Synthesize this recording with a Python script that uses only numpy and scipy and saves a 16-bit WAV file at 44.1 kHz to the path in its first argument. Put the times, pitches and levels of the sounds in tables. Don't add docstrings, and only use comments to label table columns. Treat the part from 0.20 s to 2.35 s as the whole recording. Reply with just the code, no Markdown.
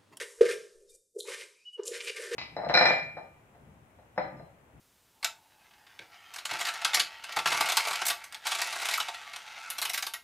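import sys
import numpy as np
from scipy import signal
from scipy.fft import rfft, irfft, next_fast_len
from scipy.io import wavfile

SR = 44100
rng = np.random.default_rng(int(sys.argv[2]) if len(sys.argv) > 2 else 0)


def master(y):
    cut = np.clip(np.atleast_2d(y).T, -1, 1)
    pcm = np.round(cut * 32767)
    wavfile.write(sys.argv[1], SR, pcm.astype(np.int16))


N = 94815
TIME = np.arange(N) / SR


def from_db(db):
    return 10 ** (np.asarray(db) / 20)


def unit_rms(x):
    return x / np.sqrt(np.mean(x ** 2) + 1e-20)


def at_hz(points, hz):
    freqs, values = np.transpose(points)
    return np.interp(np.log(np.maximum(hz, 1)), np.log(freqs), values)


def colour(x, spectrum):
    n = x.shape[-1]
    size = next_fast_len(n)
    gain = from_db(at_hz(spectrum, np.fft.rfftfreq(size, 1 / SR)))
    return irfft(rfft(x, size) * gain, size)[..., :n]


def band_limit(x, order, hz, kind):
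    return signal.sosfilt(signal.butter(order, hz, kind, fs=SR, output="sos"), x)


def resonate(x, hz, width_hz):
    r = np.exp(-np.pi * width_hz / SR)
    feedback = [1, -2 * r * np.cos(2 * np.pi * hz / SR), r * r]
    return signal.lfilter(np.array([1, 0, -1]) * (1 - r * r) / 2, feedback, x + 1e-18)


def swell(peak_s, rise_s, fall_s):
    return np.exp(-.5 * ((TIME - peak_s) / np.where(TIME < peak_s, rise_s, fall_s)) ** 2)


def slips(per_s=5000, spread_db=3.5):
    sizes = from_db(spread_db * np.minimum(rng.exponential(1, N), 4)) * rng.choice([-1, 1], N)
    return sizes * (rng.random(N) < per_s / SR)


# pitch_hz, level_db, t60_s
BOWL_MODES = [(411.9, -25, 0.12), (445.7, -23.5, 0.1), (473.6, -29.5, 0.41), (516.4, -35, 0.19),
              (622, -47, 0.099), (900, -22, 0.024), (986, -32, 0.15), (1200, -29.5, 0.074),
              (1439, -28, .05), (1594, -22.5, .04), (1774, -22, .05), (1978, -34, 0.06), (2110, -30, 0.064),
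              (2374, -19, 0.01), (2805, -26, 0.043), (3015, -24.5, .06)]
HOLLOW_TOP_HZ = 600
def bowl(friction, modes):
    strongest = max(from_db(db) * t60 for _, db, t60 in modes)
    return sum(from_db(db) * t60 / strongest * resonate(friction, hz, np.log(1000) / (np.pi * t60))
               for hz, db, t60 in modes)


# frequency_hz, gain_db
RASP_SPECTRUM = [(300, -27.5), (740, -13), (900, 1), (1250, 2), (1800, -3.5), (2900, -1), (3400, 2.5),
                 (6000, 6), (12000, -26)]
HISS_SPECTRUM = [(800, -15.5), (1300, -23.5), (2500, -16), (4200, 0.5), (6000, 10), (8500, 14.5),
                 (10000, 9.5), (12000, 5)]
# peak_s, rise_s, fall_s, rasp_db, rasp_centre_hz, hiss_db, drone_db
DRAGS = [(0.011, 0.073, 0.018, -37.5, 1960, -43.5, -39.5), (0.098, 0.19, 0.091, -70.5, 846, -57.5, -67),
         (0.201, 0.013, 0.0061, -60, 1740, -82, -51.5), (0.211, 0.0011, 0.022, -36.5, 1620, -49, -22.5),
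         (0.260, 0.0091, 0.0089, -36, 1970, -45.5, -29.5), (0.292, 0.012, 0.024, -37.5, 1834, -45, -62.5),
         (0.313, 0.0049, 0.02, -39.5, 2440, -44, -39), (0.619, 0.095, 0.064, -87.5, 2465, -73.5, -62),
         (0.704, 0.011, 0.019, -95.5, 3600, -60, -67), (0.754, 0.012, 0.0074, -101, 2400, -56, -62),
         (0.961, 0.0079, 0.035, -99, 2400, -67, -51.5), (0.998, 0.0078, 0.0023, -83, 3930, -45.5, -43.5),
         (1.024, 0.017, 0.087, -76, 3600, -57.5, -63), (1.09, 0.016, 0.031, -43.5, 2200, -49, -48.5),
         (1.109, 0.023, 0.014, -48, 1057, -56, -44.5), (1.14, 0.02, 0.013, -39.5, 1970, -48, -66),
         (1.209, 0.037, 0.027, -45.5, 2150, -52, -52.5), (1.535, 0.0057, 0.014, -92, 2820, -65.5, -97),
         (1.587, 0.0078, 0.076, -61, 1110, -95, -50), (1.674, 0.012, 0.012, -49.5, 2900, -39, -68.5),
         (1.699, 0.02, 0.028, -59.5, 2830, -67, -45), (1.753, 0.022, 0.026, -41, 2050, -48, -46.5),
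         (1.808, 0.0046, 0.0075, -36, 2430, -55, -60.5), (1.851, 0.025, 0.051, -47.5, 2090, -48.5, -51.5),
         (1.887, 0.015, 0.013, -33.5, 2380, -47, -49.5), (1.966, 0.0041, 0.012, -38, 2110, -48, -60),
         (2.016, 0.036, 0.081, -44.5, 1880, -49.5, -46.5), (2.143, 0.019, 0.036, -37.5, 1960, -46, -35)]
def scrapes(direct_db=-4, wall_ring_db=2, catch_db=2):
    grit = colour(slips(), RASP_SPECTRUM)
    rasp = hiss_power = drone_power = 0
    for peak_s, rise_s, fall_s, rasp_db, centre_hz, hiss_db, drone_db in DRAGS:
        push = swell(peak_s, rise_s, fall_s)
        rub = resonate(np.roll(grit, rng.integers(N)), centre_hz, width_hz=500)
        rub = band_limit(rub, 2, 0.69 * centre_hz, "high")
        rasp += from_db(rasp_db) * push * unit_rms(rub)
        hiss_power += (from_db(hiss_db) * push) ** 2
        drone_power += (from_db(drone_db) * push) ** 2
    judder = unit_rms(resonate(rng.standard_normal(N), hz=185, width_hz=230))
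    catches = unit_rms(from_db(catch_db * np.clip(judder, -2, 2)))
    rasp = band_limit(rasp * catches, 4, 770, "high")
    wall = bowl(rasp, [mode for mode in BOWL_MODES if mode[0] > HOLLOW_TOP_HZ])
    hollow = signal.hilbert(bowl(slips(), [mode for mode in BOWL_MODES if mode[0] < HOLLOW_TOP_HZ]))
    steadied = np.real(hollow) / np.sqrt(np.abs(hollow))
    drone = np.sqrt(drone_power) * unit_rms(band_limit(steadied, 4, [345, HOLLOW_TOP_HZ], "band"))
    hiss = np.sqrt(hiss_power * catches) * unit_rms(colour(slips(), HISS_SPECTRUM))
    return from_db(direct_db) * rasp + from_db(wall_ring_db) * wall + hiss + drone


# pitch_hz, gain_db
WIRE_NOTES = [(3820, -1.5), (4200, -2), (4720, 6), (5130, 1), (5380, 5), (5815, -1.5), (6140, 1),
              (7100, 2.5), (8580, -7)]
def wires(friction):
    return sum(from_db(db) * resonate(friction, hz, width_hz=45) for hz, db in WIRE_NOTES)


def whisk(friction, notes_db=-4):
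    return friction + from_db(notes_db) * wires(friction)


# frequency_hz, t60_s
ROOM_DECAY = [(200, 0.82), (450, 0.47), (1000, 0.56), (2500, 0.37), (6000, 0.67), (11000, 0.56)]
# frequency_hz, gain_db
ROOM_SIDE_SPECTRUM = [(200, -7.5), (450, -15), (1000, 1.5), (2000, -14.5), (5000, -45), (8000, -45.5),
                      (12000, -25.5)]
def kitchen(x, delay_s=0.0027, tail_s=.8):
    t = TIME[:int(tail_s * SR)]
    hz = np.fft.rfftfreq(len(t), 1 / SR)
    white, tail = rfft(rng.standard_normal((2, len(t)))), 0
    for band_hz, t60 in ROOM_DECAY:
        share = at_hz([(f, f == band_hz) for f, _ in ROOM_DECAY], hz)
        decay = from_db(-60 * t / t60) * (t > delay_s)
        tail += irfft(white * share, len(t)) * decay / np.linalg.norm(decay)
    mid, side = tail[0], colour(tail[1], ROOM_SIDE_SPECTRUM)
    return np.array([signal.fftconvolve(x, ear)[:N] for ear in (mid + side, mid - side)])


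# frequency_hz, gain_db
BACKGROUND_SPECTRUM = [(60, -3.5), (450, -7), (1000, -33), (3000, -26), (7000, -6.5), (12000, -8)]
def background(level_db=-78.5):
    noise = rng.standard_normal(N) + 0.7 * rng.standard_normal((2, N))
    return from_db(level_db) * unit_rms(colour(noise, BACKGROUND_SPECTRUM))


# peak_s, level_db, pitch_hz, wall_ring_db, right_ear_lead_rad
BLOWS = [(0.2144, -8, 446.3, -2.5, 0.58), (0.236, -52, 475, -1, 0.4), (0.248, -32.5, 496, -17, .35),
         (0.968, -30, 424, -12, 0.13), (0.987, -42, 513, -3.5, 0.12), (1.056, -45, 420, 23, 0.092),
         (1.088, -34.5, 446, -11, 0.076), (1.598, -26, 418, 12.5, 0.14), (1.718, -34.5, 428, -11, .07),
         (1.903, -34, 457, -48, 0.036), (1.999, -37, 480, -14, 0.052), (2.119, -34, 445, -10, 0.056)]
THUMP_RISE_S, THUMP_FALL_S = 0.002, 0.0045
def knocks(wall_db_per_octave=-13):
    out = np.zeros((2, N))
    for peak_s, level_db, pitch_hz, wall_db, lead_rad in BLOWS:
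        t = TIME - peak_s
        rise_s = THUMP_RISE_S * from_db(-.14 * level_db)
        thump = swell(peak_s, rise_s, THUMP_FALL_S) * np.exp(2j * np.pi * pitch_hz * t)
        rings = 0
        for hz, mode_db, t60 in BOWL_MODES:
            if hz > HOLLOW_TOP_HZ:
                mode_db += wall_db + wall_db_per_octave * np.log2(hz / pitch_hz)
            rings += from_db(mode_db - 60 * np.maximum(t, 0) / t60) * np.exp(2j * np.pi * hz * t)
        ear_phase = np.exp(1j * lead_rad * np.array([[-.5], [.5]]))
        out += from_db(level_db) * np.real((thump + rings * swell(peak_s, rise_s, np.inf)) * ear_phase)
    return band_limit(out, 2, 148, "high")


# peak_s, width_s, level_db
BOWL_SHIFTS = [(0.21, 0.017, -60), (0.57, 0.029, -67), (0.712, 0.05, -70)]
# frequency_hz, gain_db
RUMBLE_SPECTRUM = [(20, 12), (50, -1), (100, -14.5), (200, -18.5), (320, -30.5)]
def counter(pitch_hz=232, thud_db=-55, t60_s=0.2):
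    t = np.maximum(TIME - BLOWS[0][0] + 2 * THUMP_RISE_S, 0)
    thud = from_db(thud_db - 60 * t / t60_s) * np.sin(2 * np.pi * pitch_hz * t)
    shifting = sum(from_db(db) * swell(peak_s, width_s, width_s) for peak_s, width_s, db in BOWL_SHIFTS)
    noise = rng.standard_normal(N) + rng.standard_normal((2, N))
    return thud + shifting * unit_rms(colour(noise, RUMBLE_SPECTRUM))


# peak_s, width_s, level_db
LIGHT_TOUCHES = [(0.701, 0.023, -68.5), (1.46, 0.061, -73)]
def grazes():
    touch = sum(from_db(db) * swell(peak_s, width_s, width_s) for peak_s, width_s, db in LIGHT_TOUCHES)
    return touch * unit_rms(wires(slips()))


# peak_s, width_s, pitch_hz, level_db
WIRE_CHIRPS = [(0.704, 0.0091, 3655, -65.5), (0.73, 0.01, 2390, -73.5)]
def chirps():
    return np.sqrt(2) * sum(from_db(db) * swell(peak_s, width_s, width_s) * np.sin(2 * np.pi * hz * TIME)
                            for peak_s, width_s, hz, db in WIRE_CHIRPS)


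# pitch_hz, width_hz, gain_db, group (0 low, 1 middle, 2 high)
CLICK_MODES = [(3150, 115, -1, 0), (3600, 265, 1.5, 0), (4105, 210, 5, 0), (5910, 2100, -6.5, 1),
               (7300, 470, 3, 1), (9300, 370, 1, 2), (10860, 1500, -6, 2)]
# start_s, level_db, low_ring_db, middle_ring_db, high_ring_db
WIRE_CONTACTS = [(0.9885, -39, -12, -8, 0), (0.9927, -35, -10, -3, -1), (1.0024, -24, 0, -8, -1),
                 (1.007, -22.5, 0, -6, -2), (1.031, -35, -5, -4, -2), (1.6343, -33, -18, 0, -20),
                 (1.639, -34, -18, 0, -20), (1.6543, -35, -14, 0, -5), (1.6587, -31, -14, 0, -9),
                 (1.6679, -34, -14, -3, 0), (1.6724, -31, -10, 0, -3), (1.6752, -25, -6, 0, -8),
                 (1.678, -26, -16, 0, -10), (1.6797, -18, -11, 0, -6)]
def clicks(gain_db=17, grit_s=.0005, grit_share=.3):
    drives, t = np.zeros((3, N)), TIME[:SR // 100]
    for start_s, level_db, *ring_db in WIRE_CONTACTS:
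        grit = rng.standard_normal(len(t)) * np.exp(-t / grit_s)
        contact = (t == 0) + grit_share * grit / np.linalg.norm(grit)
        start = int(start_s * SR)
        for drive, share_db in zip(drives, ring_db):
            drive[start:start + len(t)] += from_db(level_db + share_db + gain_db) * contact
    rings = sum((-1) ** k * from_db(db) * resonate(drives[int(group)], hz, width_hz)
                for k, (hz, width_hz, db, group) in enumerate(CLICK_MODES))
    return band_limit(rings, 4, 2600, "high")


# time_s, pitch_hz, level_db, roughness (scales the jitter)
SQUEAK_PATH = [(1.35, 2380, -72, 1.12), (1.406, 2400, -65, 0.38), (1.43, 2560, -71, .7),
               (1.448, 2700, -73, 1), (1.457, 2945, -52, 0), (1.487, 2925, -44.5, 0),
               (1.518, 2895, -66, .2), (1.535, 2980, -52.5, 0), (1.558, 2912, -45.5, 0),
               (1.583, 2835, -61, .2)]
def squeak(jitter_hz=169):
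    times_s, *columns = np.transpose(SQUEAK_PATH)
    pitch_hz, level_db, roughness = (np.interp(TIME, times_s, column) for column in columns)
    jitter = jitter_hz * unit_rms(resonate(rng.standard_normal(N), hz=80, width_hz=160))
    phase = 2 * np.pi * np.cumsum(pitch_hz + roughness * jitter) / SR
    sounding = (TIME > times_s[0]) * (TIME < times_s[-1])
    return np.sqrt(2) * from_db(level_db) * sounding * np.sin(phase)


def scene():
    scrape, knock, click = whisk(scrapes()), knocks(), whisk(clicks())
    tones = chirps() + squeak() + grazes()
    to_room = (from_db(-6.5) * scrape + from_db(-9.5) * knock.mean(0)
               + from_db(-5.5) * click + from_db(-7) * tones)
    return background() + scrape + knock + click + tones + kitchen(to_room) + counter()


def record(dry, cutoff_hz=12150):
    return signal.sosfilt(signal.ellip(10, .3, 70, cutoff_hz, fs=SR, output="sos"), dry)


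dry = scene()
out = record(dry)
master(out)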